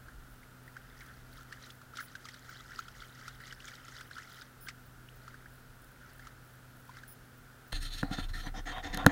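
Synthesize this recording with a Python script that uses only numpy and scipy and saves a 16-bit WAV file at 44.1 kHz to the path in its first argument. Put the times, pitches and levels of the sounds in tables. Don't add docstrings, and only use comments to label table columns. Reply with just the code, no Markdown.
import sys
import numpy as np
from scipy import signal
from scipy.fft import rfft, irfft, next_fast_len
from scipy.io import wavfile
from scipy.ndimage import uniform_filter1d, map_coordinates

SR = 44100
rng = np.random.default_rng(int(sys.argv[2]) if len(sys.argv) > 2 else 0)


def dump_mix(stems):
    frames = np.atleast_2d(stems).T
    limited = np.clip(frames, -1, 1)
    pcm = np.round(limited * 32767).astype(np.int16)
    wavfile.write(sys.argv[1], SR, pcm)


N = 402143

# middle in seconds, half length in seconds, slosh level in dB
SWIRLS = [(0.107, 0.066, -68), (0.79, .079, -63.5), (1.039, 0.1, -54.5), (1.372, .048, -57.5),
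          (1.536, 0.037, -58), (1.656, 0.035, -52.5), (1.991, 0.026, -48), (2.09, 0.033, -60),
          (2.284, 0.079, -57), (2.542, 0.084, -53.5), (2.78, 0.065, -52), (3.014, 0.057, -53.5),
          (3.237, 0.08, -53.5), (3.477, 0.041, -50), (3.698, 0.06, -50), (3.858, 0.026, -56.5),
          (3.97, 0.046, -50.5), (4.179, 0.053, -53), (4.358, 0.066, -54), (4.69, 0.012, -47.5),
          (5.287, 0.087, -59), (6.084, 0.076, -59), (6.262, 0.031, -58.5), (6.963, 0.047, -54)]
# start in seconds, peak level in dB, pitch near the loudest moment
# in Hz, level of the splat over the bubble in dB before its resonances.
SINGLE_BUBBLES = [(0.083, -43, 1435, -29), (0.43, -50.5, 2010, -30), (0.678, -45.5, 1840, -29),
                  (0.7662, -37, 1410, -27), (1.007, -47.5, 1990, -15.5), (1.525, -37.5, 1740, -19),
                  (1.703, -44, 3100, -14.5), (1.815, -47.5, 1340, -19), (1.936, -43.5, 1390, -24),
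                  (1.9708, -39.5, 1490, -11), (2.007, -38, 1330, -23), (2.1528, -35.5, 1680, -19.5),
                  (2.2532, -44.5, 1270, -11.5), (2.2867, -42.5, 1860, -12.5), (2.341, -47.5, 1470, -11),
                  (2.492, -41.5, 1450, -20), (2.7185, -42, 1640, -25), (2.79, -29, 1410, -24),
                  (2.8819, -44, 1400, -17), (3.28, -39, 1340, -13), (3.4023, -43, 1450, -21),
                  (3.525, -40, 1510, -16.5), (3.6027, -44.5, 2680, -19), (3.643, -45, 1470, -16),
                  (3.6812, -44, 1660, -10), (3.882, -42.5, 1390, -17), (4.009, -40, 1420, -16),
                  (4.111, -40, 1520, -22), (4.1812, -36.5, 1310, -20.5), (4.298, -48, 1420, -24),
                  (4.418, -42.5, 1470, -15), (4.6712, -39, 1580, -38), (4.6851, -35.5, 1970, -13.5),
                  (5.0871, -47.5, 2630, -28), (5.2786, -41, 1310, -22), (5.342, -43, 1500, -28),
                  (5.458, -43.5, 1490, -41), (6.1944, -45.5, 1630, -23), (6.27, -43.5, 1250, -16),
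                  (6.8925, -43.5, 1020, -24), (6.9688, -44.5, 1420, -20), (7.034, -42.5, 1560, -24)]
# centre in Hz, width in Hz, gain in dB
CAVITY_MODES = [(1315, 174, 6.5), (2000, 370, 3), (3010, 440, 3.5), (5600, 4300, 1)]
# start in seconds, length in seconds, level in dB before the
# touch is mixed in, pressure from 0 to 1, extra level of the upper scrape in dB.
FINGER_STROKES = [(7.721, 0.056, -42, 0.2, 2), (7.803, 0.077, -47, 0.01, 2.5), (7.905, 0.11, -48, 0.08, 2),
                  (8.022, 0.089, -55.5, 0.94, -13), (8.113, 0.035, -38, 0.59, 0),
                  (8.169, 0.041, -42, 0.58, -1), (8.226, 0.016, -45.5, 0.47, 4),
                  (8.285, 0.0078, -46.5, 0.4, 1), (8.333, 0.095, -48, 0.3, -2),
                  (8.434, 0.041, -45.5, 0.74, -1), (8.541, 0.052, -45.5, 0.79, -1.5),
                  (8.656, 0.062, -40.5, 0.58, -2), (8.727, 0.066, -48.5, 0.96, 6),
                  (8.827, 0.045, -40, 0.67, -4), (8.875, 0.063, -52, 0.8, -3),
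                  (8.929, 0.027, -41.5, 0.37, -6), (8.961, 0.074, -42.5, 0.95, 1),
                  (9.07, 0.042, -37, 0.89, -5)]
# time in seconds, strength of the ring in dB, tick over the ring in dB,
# thud over the ring in dB (all before the gains in knocks).
CASE_KNOCKS = [(7.728, -32.5, -28.5, -21), (8.03, -24, -48, -5.5), (8.11, -46, -30, 10.5),
               (8.184, -34, -44, -1), (8.467, -41, -33, -1), (8.7824, -32.5, -41, -28),
               (8.946, -45, -11, -3.5), (8.9737, -33, -20.5, -14), (9.0444, -31, -51, -9),
               (9.0638, -6, -32.5, -9.5)]
# centre in Hz, width in Hz, gain in dB (for one pass).
CASE_MODES = [(82, 33, 2.5), (200, 96, 1.5), (287, 33, 4.5), (493, 46, 3.5), (749, 99, 7.5), (1034, 280, 3),
              (1375, 170, 6), (1804, 360, 6), (2650, 240, -1.5), (3190, 260, 0.5), (3600, 176, 2.5),
              (4110, 570, 2.5), (5320, 1060, -4.5), (6400, 610, -4.5), (8900, 490, -4), (11300, 3300, -9.5)]
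# start in seconds, length in seconds, level in dB.
SKIN_SQUEAKS = [(8.434, .045, -56), (8.558, 0.047, -59)]
# rasp, upper scrape, scrape, squeeze and creak,
# from high modes to low, in dB over the stroke.
LIGHT_MIX = [2.5, -5.5, -5.5, -22.5, -12]
FIRM_MIX = [-9.5, -7.5, -1.5, 4.5, -3]
# time in seconds, starting level in dB before smoothing.
MOUNT_JOLTS = [(7.726, -30.5), (8.04, -37), (8.2, -34), (8.25, -32), (8.311, -34), (8.47, -35.5),
               (8.6, -37), (8.9, -36.5)]
# first crackling run in seconds, hiss burst in seconds,
# middle of the first thin pip in seconds.
TREBLE_PHRASES = [(.285, 2.0, 2.5), (3.018, 4.605, 4.867), (5.5, 7.075, 7.383)]
# centre in Hz, width in Hz, gain in dB (for one pass).
TREBLE_BANDS = [(5100, 250, 3), (9900, 980, 5.5), (13000, 640, 5.5), (15400, 600, 8.5)]
# frequency in Hz, relative level in dB per Hz.
AIR_COLOUR = [(15, -53), (25, -32), (90, -0.5), (300, -8.5), (1100, -14.5), (1420, -4), (1850, -14),
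              (2300, -20), (3200, -21), (7000, -26), (16000, -25.5)]
# frequency in Hz, typical peak level in dB.
HUM_TONES = [(125.6, -57.5), (251.2, -66)]
# time in seconds, level in dB, joined by straight lines.
AIR_PUFFS = [(0, -52.5), (.6, -64), (1.15, -56.5), (2, -69), (3, -58), (4.3, -68), (4.75, -58.5), (6, -63),
             (9.12, -65)]

SHAKING_S = (1.2, 4.9)
SPRAY_SHAKEN_DB, SPRAY_DIPPED_DB = -5, -11
BUBBLE_RISE, LOUDEST_AGE = 0.28, 0.22
PRESS_S, FIRST_TOUCH = 0.035, 0.29
RELEASE_DB_PER_S = 752
GRIP_S = 8.52
SQUEAK_HZ = 5980
BEND_S, BEND_DB = 0.0013, -1.5
SHUDDER_S, SHUDDER_DB = 0.07, 19
WOBBLE_HZ, SWAY_FADE_DB_PER_S, SWAY_RISE_S = 30, 40, 0.0037
PIP_HZ, PIP_GAP_S = 15400, 0.298
TOP_HZ = 15850


def amp(db):
    return 10 ** (np.asarray(db) / 20)


def unit(x):
    return x / np.sqrt(np.mean(x ** 2) + 1e-20)


def noise():
    return rng.standard_normal(N)


def wobble(rate):
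    points = rng.standard_normal(int(N * rate / SR) + 4)
    return map_coordinates(points, [np.arange(N) * rate / SR])


def filtered(x, response):
    m = next_fast_len(N + SR // 2)
    return irfft(rfft(x, m) * response(np.fft.rfftfreq(m, 1 / SR)), m)[:N]


def through(x, modes, order=1):
    def response(f):
        total = 0
        for k, (centre, width, db) in enumerate(modes):
            resonance = 1j * f * width / (centre * centre - f * f + 1j * f * width)
            total = total + (-1) ** k * amp(db) * resonance
        return total ** order
    return filtered(x, response)


def blips(s, gain, hz, cycles, rise, attack):
    t = np.arange(SR // 40)[None] / SR
    age = t * (hz / cycles)[:, None]
    climb = age + rise[:, None] * age ** 2 / 2
    life = np.exp(-np.pi * age) * (1 - np.exp(-age / attack))
    wave = np.sin(2 * np.pi * cycles[:, None] * climb) * life / life.max(axis=1, keepdims=True)
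    playable = hz[:, None] * (1 + rise[:, None] * age) < SR / 2
    wave *= playable * gain[:, None]
    at = (s * SR).astype(int)[:, None] + np.arange(t.size)
    return np.bincount(at.ravel(), wave.ravel(), N + SR)[:N]


def swarm(count, centre_hz, octaves, cycles, spread_db, clump_db):
    when, size = rng.random((2, count))
    pitch, rise = rng.standard_normal((2, count))
    hz = np.clip(centre_hz * 2 ** (octaves * pitch), 300, 15000)
    gain = amp(-spread_db * np.log(size + 0.02))
    crowd = blips(when * N / SR, gain, hz, cycles + 0 * hz, 0.078 + 0.13 * rise, attack=0.057)
    return unit(through(crowd, CAVITY_MODES) * amp(clump_db * wobble(35)))


def slosh():
    t = np.arange(N) / SR
    low = sum(amp(db) * np.exp(-((t - s) / half) ** 2 / 2) for s, half, db in SWIRLS)
    shaken = (t > SHAKING_S[0]) & (t < SHAKING_S[1])
    high = low * amp(np.where(shaken, SPRAY_SHAKEN_DB, SPRAY_DIPPED_DB))
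    wash = unit(through(noise(), CAVITY_MODES[:2]))
    mist = unit(through(noise(), CAVITY_MODES[2:], order=2) * amp(3 * wobble(60)))
    gurgle = swarm(count=4000, centre_hz=1622, octaves=0.24, cycles=13.6, spread_db=5.0, clump_db=np.pi)
    fizz = swarm(count=5000, centre_hz=4176, octaves=0.541, cycles=18, spread_db=5.5, clump_db=1.0)
    return low * (0.31 * wash + 0.84 * gurgle) + high * (0.49 * mist + 0.92 * fizz)


def bubbles():
    s, db, hz, splat_db = np.transpose(SINGLE_BUBBLES)
    rise = BUBBLE_RISE + 0.15 * rng.standard_normal(len(s))
    start_hz = hz / (1 + BUBBLE_RISE * LOUDEST_AGE)
    song = blips(s, amp(db), start_hz, 9 + hz / 400, rise, attack=0.34)
    splats = np.zeros(N + SR)
    t = np.arange(SR // 50) / SR
    for start, level in zip(s, db + splat_db):
        splat = amp(level - 60 * t / 0.047) * rng.standard_normal(len(t))
        splats[round(start * SR):][:len(t)] += splat
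    return song + through(splats[:N], [(3200, 4400, 17.3), (5050, 3400, 20.4), (8560, 4500, 7.4)])


def case_parts():
    limits = [(3800, SR), (2300, 3800), (1200, 2300), (450, 1200), (0, 450)]
    return [[mode for mode in CASE_MODES if lo < mode[0] < hi] for lo, hi in limits]


def rubbing():
    t = np.arange(N) / SR
    parts = case_parts()
    levels = np.zeros((len(parts), N))
    for s, length, db, pressure, upper_db in FINGER_STROKES:
        press = np.clip((t - s) / PRESS_S + FIRST_TOUCH, 0, 1) * (t >= s)
        release = amp(-RELEASE_DB_PER_S * np.clip(t - s - length, 0, None))
        mix_db = np.add(LIGHT_MIX, pressure * np.subtract(FIRM_MIX, LIGHT_MIX))
        mix_db[1] += upper_db
        levels += amp(db + mix_db)[:, None] * press * release
    slips = amp(2.57 * wobble(76)) * noise()
    rub = np.zeros(N)
    for level, modes in zip(levels, parts):
        voices = [amp(2.5 * wobble(18)) * through(slips, [mode], order=2) for mode in modes]
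        if modes is parts[0]:
            for k in (0, -2, -1):
                voices[k] = voices[k] * amp(-10 * (t > GRIP_S))
        rub += level * unit(sum(voices))
    squeaks = sum(amp(db) * np.exp(-((t - s - length / 2) / length * 2) ** 4)
                  for s, length, db in SKIN_SQUEAKS)
    return rub + squeaks * unit(through(slips, [(SQUEAK_HZ, 150, 0)], order=2))


def knocks():
    rasp, upper_scrape, scrape, squeeze, creak = case_parts()
    blows, ticks, thuds = np.zeros((3, N))
    for s, db, tick_db, thud_db in CASE_KNOCKS:
        at = round(s * SR)
        blows[at], ticks[at], thuds[at] = amp(db), amp(db + tick_db), amp(db + thud_db)
    soft = filtered(blows, lambda f: 1 / (1 + 1j * f / 1000) ** 2)
    palm = filtered(thuds, lambda f: 1 / (1 + 1j * f / 700) ** 2)
    bend = amp(BEND_DB) * filtered(
        blows, lambda f: BEND_S * SR / (1 - 2j * np.pi * f * BEND_S) / (1 + 1j * f / 2500) ** 2)
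    t = np.arange(SR // 10) / SR
    tail = amp(SHUDDER_DB - 60 * t / SHUDDER_S) * rng.standard_normal(len(t))
    shudder = through(signal.fftconvolve(thuds, tail)[:N], creak[1:])
    ring = amp(31) * through(soft, scrape, order=2) - amp(29) * through(soft, squeeze)
    click = amp(47) * through(ticks, upper_scrape + rasp, order=2) + amp(48) * through(ticks, rasp[2:])
    thud = amp(45.5) * through(palm, creak)
    return ring + click + bend + shudder - thud


def sway():
    t = np.arange(N) / SR
    s, db = np.transpose(MOUNT_JOLTS)
    half = int(SWAY_RISE_S * SR / 2)
    rattle = unit(through(noise(), CASE_MODES[:1], order=2))
    last = np.searchsorted(s, t) - 1
    level = amp(db[last] - SWAY_FADE_DB_PER_S * np.abs(t - s[last])) * (last >= 0)
    level = uniform_filter1d(level, size=2 * half + 1, origin=half)
    return level * (np.sin(2 * np.pi * WOBBLE_HZ * t) + 0.16 * rattle)


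def gate(starts, length):
    t = np.arange(N) / SR
    return sum(np.clip(np.minimum((t - s) / 0.0032, (s + length - t) / 0.022), 0, 1) for s in starts)


def treble():
    t = np.arange(N) / SR
    first, burst, pip = np.transpose(TREBLE_PHRASES)
    sparks = noise() * (0.1 + 3 * (rng.random(N) < 0.003))
    run_starts = np.linspace(first, burst, 5, endpoint=False).ravel()
    runs = amp(-70) * gate(run_starts, 0.134) * unit(through(sparks, TREBLE_BANDS[1:]))
    hiss = amp(-56) * gate(burst, 0.075) * unit(through(noise(), TREBLE_BANDS, order=2))
    pip_level = amp(-63) * sum(np.exp(-((t - s) / 0.011) ** 2) for s in [*pip, *(pip + PIP_GAP_S)])
    pips = pip_level * unit(through(noise(), [(PIP_HZ, 150, 0)]))
    return runs + hiss + pips


def background():
    t = np.arange(N) / SR
    hz, db = np.transpose(AIR_COLOUR)
    air = unit(filtered(noise(), lambda f: amp(np.interp(np.log(f + 1), np.log(hz + 1), db))))
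    drift = np.cumsum(wobble(3.0)) / SR
    hum = sum(amp(level + 1.55 * wobble(4.3)) * np.sin(2 * np.pi * f * (t + 0.00301 * drift))
              for f, level in HUM_TONES)
    rumble = unit(amp(0.75 * wobble(1.96)) * through(noise(), [(36, 34, 0)], order=2))
    puff_s, puff_db = np.transpose(AIR_PUFFS)
    return amp(-58) * air + hum + amp(np.interp(t, puff_s, puff_db)) * rumble


def scene():
    return (slosh() + bubbles() + rubbing() + knocks() + sway() + treble() + background())[None]


def record(dry):
    return filtered(dry[0], lambda hz: hz < TOP_HZ)[None]


dry = scene()
out = record(dry)
dump_mix(out)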